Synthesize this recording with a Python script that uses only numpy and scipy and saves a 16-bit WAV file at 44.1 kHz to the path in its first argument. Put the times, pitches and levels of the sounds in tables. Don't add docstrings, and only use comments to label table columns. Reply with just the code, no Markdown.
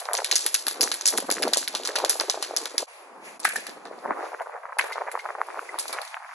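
import sys
import numpy as np
from scipy import signal
from scipy.fft import rfft, irfft
from scipy.io import wavfile
from scipy.ndimage import uniform_filter1d

SR = 44100
rng = np.random.default_rng(int(sys.argv[2]) if len(sys.argv) > 2 else 0)


def wav_record(signal):
    frames = np.transpose(np.atleast_2d(signal))
    bounded = np.clip(frames, -1, 1)
    quanta = np.round(bounded * 32767).astype(np.int16)
    wavfile.write(sys.argv[1], SR, quanta)


def volts_from_decibels(level):
    exponent = np.asarray(level, float) / 20
    return 10 ** exponent


N = 279594
T = np.arange(N) / SR
PATCHY_DB, PATCHES_PER_S = 2, 30


def curve(table, column=1):
    return np.interp(T, [r[0] for r in table], [r[column] for r in table])


def colour(x, points):
    hz, db = np.transpose(points)
    f = np.arange(N // 2 + 1) * SR / N + 1
    return irfft(rfft(x) * volts_from_decibels(np.interp(np.log(f), np.log(hz), db)), N)


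def unit(x):
    return x / np.sqrt(np.mean(x ** 2))


def walk(rate):
    hold = int(SR / rate)
    steps = np.repeat(rng.standard_normal(N // hold + 1), hold)
    return unit(uniform_filter1d(uniform_filter1d(steps, hold), hold)[:N])


def add(out, s, db, hz, length, turn):
    k = np.arange(-192, 192)
    t = k / SR
    bell = np.exp(-.5 * (t / length[:, None]) ** 2)
    wave = volts_from_decibels(db)[:, None] * bell * np.cos(2 * np.pi * (hz[:, None] * t + turn[:, None]))
    np.add.at(out, np.clip((s * SR).astype(int)[:, None] + k, 0, N - 1), wave)


def placed(s, db, place):
    fall_db = 9
    away = 1 - np.cos(2 * np.pi * (place[:, None] - np.arange(3)) / 3)
    return np.c_[s, db[:, None] - fall_db * away]


# start in seconds, dome, wall and ball level in dB, wall pitch in Hz.
STROKES = [(0.1337, -21, -10, -6.5, 8000), (0.1517, -12, -14.0, -27, 7200), (0.17, -23.0, -25.5, -21, 5780),
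           (0.1767, -22, -9.5, -39.0, 5800), (0.2457, -11.5, -13.5, -11, 7700),
           (0.3136, -5.5, -8.5, -8, 6640), (0.319, -26, -4.5, -24.5, 6040), (0.3258, -8, -20.5, -25, 5920),
           (0.3566, -14, -5, -4, 6050), (0.362, -10.5, 0, -18.0, 6500), (0.4641, -11.5, -10, -2.5, 7840),
           (0.4687, -39, -29, -16, 7620), (0.5438, -12, -8.5, -3, 6250), (0.547, -15, -6.5, -8.5, 6040),
           (0.551, -13.5, -12, -30, 7330), (0.6682, -11, -26, -9, 8400), (0.6828, -11.5, -19, -5.5, 5820),
           (0.7117, -18, -24, -19.5, 5450), (0.8097, -11, -5, -9, 5100), (0.8155, -21, 0, -8, 5200),
           (0.823, -28.5, -10, -18, 7100), (0.8315, -12, -15, -6.5, 6130), (0.8395, -54, -5.5, -22, 6050),
           (0.9166, -9, -14, -14, 6050), (0.9244, -34.0, -42, -16, 6000), (0.9418, -17, -26.5, -13, 7100),
           (1.0113, -19.5, -14.5, -26, 6220), (1.0569, -10, -3, -19.5, 6790), (1.06, -17, -9.5, -10, 6560),
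           (1.0673, -27, -6, -12, 5700), (1.0768, -22, -5, -3, 7350), (1.0852, -56, -6.5, -19, 6300),
           (1.1048, -53, -17.5, -16, 6880), (1.1764, -11.5, -10, -9, 8050), (1.183, -26, -19, -13, 5800),
           (1.184, -37, -31, -18, 7370)]
# start in seconds, dome, wall and ball level in dB, wall pitch in Hz.
LATER_STROKES = [(1.2036, -24, -25.0, -15, 8170), (1.303, -12.5, -19.5, -16, 6510),
                 (1.3141, -26, -3.5, -8.5, 7800), (1.324, -19, -10.5, -15.0, 6200),
                 (1.3419, -22, -20, -20.0, 6300), (1.4239, -17, -13, -12, 7800), (1.4305, -7, -22, -15, 8010),
                 (1.4356, -13, -23, -16, 7760), (1.4808, -18, -20, -20.5, 5570),
                 (1.5345, -14.5, -3.5, -11.5, 8000), (1.5362, -4.5, -6, -21, 5230), (1.545, -26, -14, -17, 6520),
                 (1.5722, -23, -3, -8, 7580), (1.5818, -37, -18, -14.5, 7900), (1.6776, -9.5, -26, -25.0, 6000),
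                 (1.6825, -19, -23, -13, 7720), (1.751, -10.5, -12.5, -15, 5600),
                 (1.8517, -21.5, -13, -25, 6210), (1.856, -15, -15.5, -43, 5780), (1.8746, -13, -13, -22, 7630),
                 (1.9566, -20, -17, -13.5, 5670), (1.961, -8, -27, -27, 6950), (1.9867, -13.5, -24, -17.5, 6200),
                 (2.0488, -9, -12, -15, 7140), (2.0959, -15, -8, 0, 6100), (2.0993, -38, -23, -25, 8280),
                 (2.1013, -14, -8.5, -18, 5820), (2.105, -29, -13, -19, 7900), (2.1994, -6, -23.5, -23, 5500),
                 (2.21, -21.5, -12.5, -12.5, 5630), (2.2986, -9, -4, -33, 5700),
                 (2.4263, -10, -12.5, -12.5, 7950), (2.565, -14.5, -7.5, -11, 6500),
                 (2.5714, -27, -3.5, -18.5, 5400), (2.6567, -15.5, -19.5, -18, 6350),
                 (2.781, -10.5, -3.5, -11.5, 5200)]
# start in seconds, level in dB, place (0 dome, 1
PLACED_HITS = [(0.055, -18.5, 0.49), (1.766, -22, 2), (1.835, -17.5, 1.06), (1.881, -22.5, 0.2),
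               (3.3957, -26, 1.77), (3.4318, -23, 1), (3.4383, -24, 0.53), (3.459, -29, 2.0), (3.6764, -35, 1.4),
               (3.989, -40, 2.9), (3.854, -27.5, 0.36), (3.871, -33, 0.2), (4.8314, -27, 3.5),
               (4.9305, -21, 0.33), (5.8847, -21, 2.4), (6.051, -24.5, 2.5)]
# start in seconds, dome, wall and ball level in dB.
TICKS = [(3.401, -54, -21, -24), (3.447, -33, -21, -10), (3.451, -17, -11, -7), (3.49, -31, -21, -17),
         (3.5372, -52, -50, -23), (3.5593, -48, -21, -17), (3.5646, -22, -13.5, -24),
         (3.668, -23, -28, -22), (3.6945, -29, -37, -31), (4.419, -45, -39, -33.5),
         (4.7869, -15.5, -22, -10), (4.795, -41, -29, -19), (4.812, -18.5, -48, -44),
         (4.923, -31, -37, -25), (5.116, -33, -29, -22.5), (5.192, -27.5, -41, -32),
         (5.4693, -53, -41, -30.5), (5.7881, -17.5, -27, -10.5), (5.796, -25, -16.5, -12),
         (5.801, -31, -24, -19), (5.806, -39, -19, -17), (5.881, -29, -22, -22.5), (5.9287, -19, -29, -17),
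         (6.017, -21, -54, -22), (6.077, -32, -29.5, -39)]


def strikes(body_db=-9):
    shaking = np.array(STROKES + LATER_STROKES)[:, :4]
    rows = np.r_[shaking, placed(*np.transpose(PLACED_HITS)), TICKS]
    return rows[:, 0], np.c_[rows[:, 1:], rows[:, 1] + body_db].T


# pitch in Hz, scatter in Hz, length in seconds.
MODE_GROUPS = [
    (4280, 630, 0.00022),
    (6130, 3300, 0.00022),
    (10320, 740, 0.00029),
    (1700, 930, 0.00036),
]


def clicks(crack_db=-12):
    out = np.zeros(N)
    s, levels = strikes()
    wall_hz = np.array(STROKES + LATER_STROKES)[:, 4]
    caps = s > CUTS[0][0]
    soft = np.where(caps, 1.7, 1)
    cap_db = -5 * caps
    stutter_db = -25 + 9 * caps
    stutter_s = (-0.0015, 0.006)
    for touch_db, (early, late) in [(0, (0, 0)), (stutter_db, stutter_s), (stutter_db - 3, stutter_s)]:
        main = late == 0
        at = s + rng.uniform(early, late, len(s))
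        group_db = levels + touch_db + cap_db * main
        for k, (db, (hz, scatter_hz, length)) in enumerate(zip(group_db, MODE_GROUPS)):
            chance = rng.uniform(-0.83, 1, (len(s), 3)).T
            pitch = hz + scatter_hz * chance[0]
            if k == 1 and main:
                pitch[:len(wall_hz)] = wall_hz
            add(out, at, db, pitch, length * soft * (1 + .3 * chance[1]), chance[2])
    crack = levels.mean(axis=0) + crack_db - 20 * caps
    add(out, s, crack, 0 * s + 6000, 0 * s + .00007, rng.random(len(s)))
    return out


SHELL_HZ = [
    [3740, 5000, 5200],
    [5000, 5400, 6060, 7000],
    [10500, 10600, 11500],
]


def shell():
    level_db, t60_s, scatter_db = -20, 0.0083, -3
    out = 0
    s, levels = strikes()
    keep = volts_from_decibels(-60 / (t60_s * SR))
    for db, group in zip(levels, SHELL_HZ):
        for hz in group:
            push, turn = np.zeros(N), 2 * np.pi * hz / SR
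            push[(s * SR).astype(int)] = volts_from_decibels(db + level_db + scatter_db * rng.standard_normal(len(s)))
            out = out + signal.lfilter([0, np.sin(turn)], [1, -2 * keep * np.cos(turn), keep ** 2], push)
    return out


# start in seconds, thud in dB, ring in Hz, ring in dB, ring t60 in seconds.
KNOCKS = [(3.4527, -2.5, 1790, -32, 0.16), (3.481, -20.5, 1700, -31, 0.15), (3.511, -25, 1700, -32, 0.072),
          (3.858, -47, 1750, -41.5, 0.28), (3.5602, -16, 1750, -16, 0.079), (3.668, -27.5, 1764, -31, 0.14),
          (4.7904, -9.5, 1890, -53, 0.092), (4.7952, -6, 2234, -29, 0.12), (4.9235, -28, 2080, -28, 0.093),
          (5.116, -29, 2070, -33.5, 0.042), (5.194, -24.5, 2130, -28, 0.084),
          (5.691, -51, 2020, -18.5, 0.028), (5.928, -45, 2290, -35, 0.086)]
# ratio to the ring, level in dB.
BODY = [(0.456, -5), (.7, -3.5), (.92, -1), (1.13, -3.5), (1.35, -10)]


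def knocks():
    out = np.zeros(N)
    s, db, hz, ring_db, t60 = np.transpose(KNOCKS)
    for ratio, mode_db in BODY:
        chance = rng.uniform(-1.53, 1, (len(s), 3)).T
        pitch = hz * ratio * (1 + 0.0021 * chance[1])
        add(out, s + 0.00098 * chance[0], db + mode_db - 7.5, pitch, 0 * s + 0.0016, chance[2])
    rough = volts_from_decibels(3 * walk(300))
    for at, f, level, decay in zip(s, hz, ring_db, t60):
        on = slice(int(at * SR), int(at * SR) + SR // 3)
        t = T[on] - T[on][0]
        twin = 0.63 * (f < 1950)
        beat = 1 - twin + twin * np.cos(2 * np.pi * 45 * t)
        ring = np.exp(-np.log(1000) * t / decay) * np.sin(2 * np.pi * f * t)
        out[on] += volts_from_decibels(level) * ring * beat * rough[on] * np.minimum(t / 0.00092, 1)
    return out


# t60 in seconds, level under the strike in dB.
BAY = [
    (0.08, -13),
    (.45, -23.5),
]


def bay_power(s, db):
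    power, out = np.zeros(N), 0
    np.add.at(power, (s * SR).astype(int), volts_from_decibels(2 * db))
    cut = int(CUTS[0][0] * SR)
    for t60, share_db in BAY:
        keep = volts_from_decibels(-120 / (t60 * SR))
        parts = [signal.lfilter([1], [1, -keep], part) for part in (power[:cut], power[cut:])]
        out = out + volts_from_decibels(2 * share_db) * np.concatenate(parts)
    return out


EARLIER_DB = [
    -16.5,
    -60,
    -10.5,
    -42,
]
# frequency in Hz, level in dB.
BAY_COLOUR = [(500, -28), (1500, -1), (2900, -7), (4300, -5), (6500, -8), (8500, -2.5), (10600, -4),
              (11600, -7), (12400, -36), (17000, -86)]


def bay(knock_db=-3, width=0.57):
    out = 0
    s, levels = strikes()
    s, levels = np.r_[0, s], np.c_[EARLIER_DB, levels]
    powers = [bay_power(s, db) for db in levels]
    knock = np.array(KNOCKS)
    powers[-1] += bay_power(knock[:, 0], knock[:, 1] + knock_db)
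    grit = walk(500)
    for power, (hz, *_) in zip(powers, MODE_GROUPS):
        skirt = [(-4, -40), (-1, -4), (0, 0), (1, -4), (4, -40)]  # (widths from the centre, dB)
        band = [(hz * 2 ** (k * width), db) for k, db in skirt]
        grain_db = 2.4 * np.minimum(grit + walk(600), 2) + PATCHY_DB * walk(PATCHES_PER_S)
        out = out + unit(colour(rng.standard_normal(N), band)) * np.sqrt(power) * volts_from_decibels(grain_db)
    return colour(out, BAY_COLOUR)


# start in
# seconds, level in dB, # pitch in Hz.
POPS = [(0.0595, -27, 850), (0.0885, -12.5, 1080), (0.124, -22.5, 804), (0.1423, -15, 800),
        (0.1912, -26, 920), (0.2037, -20, 1490), (0.2202, -20.5, 755), (0.6793, -21.5, 766),
        (0.851, -27, 600), (0.876, -17.5, 1570), (1.1265, -22, 1650), (1.194, -43, 756),
        (1.226, -21.5, 567), (1.294, -14.5, 620), (1.3836, -18.5, 1590), (1.402, -21, 457),
        (1.4532, -17.5, 420), (1.477, -13, 590), (1.53, -18.5, 660), (1.572, -18, 593),
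        (1.744, -22.5, 666), (1.891, -18, 1700), (2.0021, -17, 1030), (2.0416, -8.5, 660),
        (2.1564, -20.5, 706), (2.238, -22, 630), (2.344, -19.5, 714), (2.3768, -21, 660),
        (2.5109, -18, 680), (2.83, -19.5, 550),
        (3.9138, -25, 570), (4.0595, -14.5, 880), (4.108, -9, 1030), (4.347, -17.5, 1110),
             (4.408, -22, 885), (4.6552, -20, 1057), (4.7322, -38, 1053), (4.9134, -23, 860),
             (4.9819, -15.5, 1050), (5.0198, -15.5, 890), (5.075, -34, 1010), (5.085, -18.5, 835),
             (5.154, -11, 1050), (5.1763, -18, 1010), (5.256, -18.5, 1030), (5.2603, -19, 1140),
             (5.2903, -19, 1130), (5.3052, -18, 1120), (5.352, -20.5, 1040), (5.416, -7.5, 1110),
             (5.487, -22, 890), (5.545, -22.5, 950), (5.5934, -15.5, 1350), (5.7621, -30, 1030),
             (5.8567, -23.5, 850), (5.9372, -22, 1050), (5.953, -22.5, 1170), (5.9872, -15, 1500),
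             (6.144, -17.5, 1790), (6.1716, -23, 1310),
        (0.098, -20, 815), (0.146, -18, 675), (0.1882, -18.5, 1700), (0.467, -19, 1810),
              (1.14, -20, 1530), (1.1834, -16, 1440), (1.1864, -20, 865), (1.3118, -14.5, 2020),
              (1.3683, -20.5, 1680), (1.427, -15, 1970), (1.4675, -20.5, 580), (1.562, -21, 935),
              (1.629, -21.5, 1600), (1.8, -22, 620), (1.908, -23, 1500), (1.957, -13, 1630),
              (2.131, -25.5, 1600), (2.213, -15, 1560), (2.219, -24.5, 650), (2.2938, -22.5, 570),
              (2.5395, -20.5, 630), (2.663, -24, 1500), (3.856, -28.5, 900), (3.947, -34, 535),
              (4.054, -26, 670), (4.1528, -29, 645), (4.172, -22, 810), (4.32, -24, 770), (4.333, -23, 816),
              (4.4, -21.5, 1500), (4.472, -27.5, 855), (4.4968, -24.5, 914), (4.696, -25, 990),
              (4.724, -22.5, 1070), (4.7707, -23, 804), (4.812, -13.5, 1500), (4.8243, -22, 1730),
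              (4.8438, -22.5, 950), (4.869, -26, 1100), (4.9047, -23, 1240), (4.9182, -23.5, 810),
              (4.9579, -22, 720), (5.0262, -26, 730), (5.056, -30, 1000), (5.302, -24, 960),
              (5.3862, -23, 775), (5.504, -22, 1280), (5.562, -29, 1070), (5.574, -22, 880),
              (5.617, -30, 1090), (5.744, -23, 870), (5.7842, -21.5, 1060)]


def pops():
    return np.transpose(POPS)


# time in seconds, buffeting in dB.
GUST = [(0, -43.5), (.35, -38), (.56, -63), (.84, -31), (1.0, -51), (1.13, -33.5), (1.45, -44.5),
        (1.67, -50), (2.0, -38), (2.8, -39), (2.95, -60), (3.36, -42.5), (4.0, -40), (4.15, -36.5),
        (4.9, -39.5), (5.27, -46), (5.55, -42.5), (6.33, -34)]
# centre in seconds, buffeting in dB, half length in seconds.
SQUALLS = [(0.126, -33, 0.022), (0.827, -41, 0.061), (1.292, -27, 0.0039), (1.437, -33, 0.022),
           (2.005, -33.5, 0.057), (2.564, -45, 0.038), (6.15, -59, 0.016), (4.105, -27, 0.019),
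           (4.21, -32.5, 0.046), (0.02, -33.5, 0.0062), (0.204, -42, 0.014), (1.759, -38.5, 0.012),
           (4.044, -39.5, 0.011), (4.17, -38, 0.012), (4.345, -33, 0.0054), (4.411, -29, 0.012),
           (4.47, -42, 0.005), (4.65, -44, 0.014), (4.729, -33.5, 0.0039), (4.844, -36, 0.023),
           (4.972, -32.5, 0.014), (5.081, -30, 0.011), (5.254, -37.5, 0.014), (5.545, -45, 0.03),
           (5.015, -29.5, 0.0049), (5.939, -37.5, 0.015), (6.04, -40.5, 0.012), (6.168, -31, 0.0038),
           (6.33, -40, 0.038), (4.548, -33.5, 0.02), (5.994, -34, 0.025)]
# time in seconds, pitch of a typical eddy in Hz.
EDDY_HZ = [(0, 786), (.7, 550), (2.8, 640), (3.9, 730), (4.2, 786), (6.34, 967)]


def eddies():
    per_s, lull_db, lulls_per_s, top_hz = 1100, 6.5, 90, 2300
    halo_db, halo_s, halo_follow = -21.5, 0.0053, 0.73
    swell_db, swell_s = -19, 0.012
    clumps, rush, halo = np.zeros(N), np.zeros(N), np.zeros(N)
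    chance = rng.random((int(per_s * N / SR), 4)).T
    at = (chance[0] * (N - 1)).astype(int)
    hz = curve(EDDY_HZ)[at] * 2 ** (1.75 * (chance[1] - .45))
    lull = lull_db * np.minimum(walk(lulls_per_s), 1)[at]
    add(clumps, at / SR, -3 * np.log(1.02 - chance[2]) + lull, hz, 0.33 / hz, chance[3])
    add(rush, at / SR, -3 * np.log(1.02 - chance[3]), 1.218 * hz, 0.34 / hz, chance[2])
    clumps, rush = colour(np.array([clumps, unit(rush)]), [(top_hz, 0), (2 * top_hz, -30)])
    clumps = unit(clumps)

    s, db, _ = pops()
    halo[(s * SR).astype(int)] = volts_from_decibels(2 * (db.mean() + halo_follow * (db - db.mean())))
    lag = abs(np.arange(-8192, 8193)) / SR
    spread = volts_from_decibels(2 * halo_db) * np.exp(-lag / halo_s) + volts_from_decibels(2 * swell_db) * np.exp(-(lag / swell_s) ** 2)
    halo = signal.fftconvolve(halo, spread, "same")
    gust = np.sqrt(volts_from_decibels(2 * curve(GUST) - 8.5) + abs(halo))
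    squall = np.sqrt(sum(volts_from_decibels(2 * db) * np.exp(-((T - s) / length) ** 2) for s, db, length in SQUALLS))
    mid = clumps * gust + rush * squall
    side = clumps[::-1] * gust + rush[::-1] * squall
    return mid, side


def wind(edge_db=-10, apart_db=-8):
    s, db, hz = pops()
    chance = rng.random((len(s), 4)).T
    mid, side = eddies() * volts_from_decibels(np.array([[0], [apart_db]]))
    add(mid, s, db, hz, (0.45 + 0.23 * chance[0]) / hz, chance[1])
    add(mid, s, db + edge_db, 1.675 * hz, 0.5 / hz, chance[3])
    add(side, s, db - 36.0, hz, (.5 + .3 * chance[0]) / hz, chance[2])
    return np.array([mid + side, mid - side])


# time in seconds, level in dB.
HISS = [(2.96, -62.5), (3.2, -74.5), (3.26, -56), (3.4, -67.5), (3.44, -67), (3.6, -56.5), (3.8, -70),
        (3.87, -72.5), (4.2, -65.5), (4.27, -61.5), (4.4, -70.5), (4.7, -74.5), (5.0, -66), (5.45, -66),
        (5.62, -62.5), (6.05, -59.5), (6.2, -68.5), (6.33, -65.5)]
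# frequency in Hz, level in dB.
HISS_COLOUR = [(2000, 8.5), (2600, 5.5), (3200, -2.5), (5000, -0.5), (7500, -2), (10800, 4.5), (11700, -6),
               (12600, -18), (17000, -76)]
# frequency in Hz, level in dB.
TOWN = [(150, -8), (700, -0.5), (1100, -0.5), (2300, -22), (4000, -45), (9000, -34), (12000, -70)]


def hiss(town_db=-48):
    scuff = 0
    for hz in 2000 * 2 ** np.arange(0, 3.5, .5):
        edges = [(hz / 2, -30), (hz / 1.2, 0), (hz * 1.2, 0), (hz * 2, -30)]
        band = colour(rng.standard_normal(N), edges)
        scuff = scuff + band * volts_from_decibels(PATCHY_DB * walk(PATCHES_PER_S))
    scuff = unit(colour(scuff, HISS_COLOUR)) * volts_from_decibels(curve(HISS) + 12.5 + walk(22.26))
    town = unit(colour(rng.standard_normal(N), TOWN)) * volts_from_decibels(town_db + walk(9.3))
    return scuff + town


# frequency in Hz, lead of the left in radians.
PORTS = [(0, 0), (3500, .5), (4600, 1.7), (5250, 4.8), (5900, 6.28), (6300, 6.28), (8300, 9.3), (9600, 9.5),
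         (11700, 12.3), (17000, 13)]


def ports(x, sign):
    hz, lead = np.transpose(PORTS)
    lag = np.exp(.5j * np.interp(np.arange(N // 2 + 1) * SR / N, hz, lead))
    return np.array([irfft(rfft(x) * lag, N), sign * irfft(rfft(x) / lag, N)])


# frequency in Hz, level in dB.
APART = [(300, -13), (1200, -14), (2400, -2), (5000, -8), (6000, -13), (9000, -13), (13000, -12)]


def scene():
    shared = clicks() + shell() + knocks() + bay() + hiss()
    apart = colour(bay() + hiss(), APART) * volts_from_decibels(6 * (T > CUTS[0][0]))
    return ports(shared, 1) + ports(apart, -1) + wind()


# time in seconds, edge in Hz.
LOW_CUT = [(0, 450), (.45, 295), (.8, 194), (1.1, 300), (1.17, 166), (1.8, 184), (1.9, 310), (2.84, 255),
           (2.88, 490), (3.15, 164), (4.1, 163.5), (4.2, 274), (4.74, 523), (4.79, 358), (5.3, 380),
           (5.9, 247), (6.05, 584), (6.34, 705)]


def wind_filter(x):
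    f, t, spec = signal.stft(x, SR, nperseg=2048)
    edge = np.interp(t, *np.transpose(LOW_CUT))
    spec = spec * (volts_from_decibels(-46) + 1 / (1 + (edge / (f[:, None] + 1)) ** 12))
    spec = spec / (1 + (f[:, None] / 13800) ** 14)
    return signal.istft(spec, SR, nperseg=2048)[1][:, :N]


# time in seconds, fade out in seconds, fade in in seconds.
CUTS = [
    (2.865, 0.047, 0.017),
    (3.393, 0.034, 0.0023),
]


def scene_changes(x):
    for s, out_s, in_s in CUTS:
        x = x * np.clip(np.maximum((s - T) / out_s, (T - s) / in_s), .08, 1)
    return x


# low edge in Hz, high edge in Hz,
# channel (0 mid, 1 side), memory in seconds, share of time lost before and after the first change.
DROPS = [(8000, 8450, 0, .3, .12, .2), (8450, 9000, 0, .14, .55, .2), (9000, 9600, 0, .14, .62, .12),
         (9600, 10150, 0, .5, .15, .75), (5700, 6400, 1, .3, .3, .3), (11350, 11800, 0, .3, .05, .4),
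         (11800, 12500, 0, 1.5, .45, .75), (12500, 22000, 0, 1.5, .82, .9), (11600, 22000, 1, 6, .85, .85)]


def band_dropouts(x):
    f, t, spec = signal.stft(np.array([x[0] + x[1], x[0] - x[1]]) / 2, SR, nperseg=1024)
    before, after = t < CUTS[0][0], t > CUTS[0][0]
    for lo, hi, side, memory_s, early, late in DROPS:
        band = (f >= lo) & (f < hi)
        power = np.sum(abs(spec[side, band]) ** 2, axis=0)
        level = np.log(uniform_filter1d(power, size=2) + 1e-18)
        level -= uniform_filter1d(level, int(memory_s / t[1]))
        floor = np.where(before, np.quantile(level[before], early), np.quantile(level[after], late))
        spec[side, band] *= level > floor
    mid, side = signal.istft(spec, SR, nperseg=1024)[1][:, :N]
    return np.array([mid + side, mid - side])


def top_cut(x):
    return signal.sosfilt(signal.butter(12, 16780, fs=SR, output="sos"), x)


def record(dry):
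    x = wind_filter(np.tanh(1.153 * dry) / 1.322)
    x = x + 0.035 * uniform_filter1d(x ** 2, size=64)
    mix = band_dropouts(scene_changes(x))
    return top_cut(mix)


dry = scene()
out = record(dry)
wav_record(out)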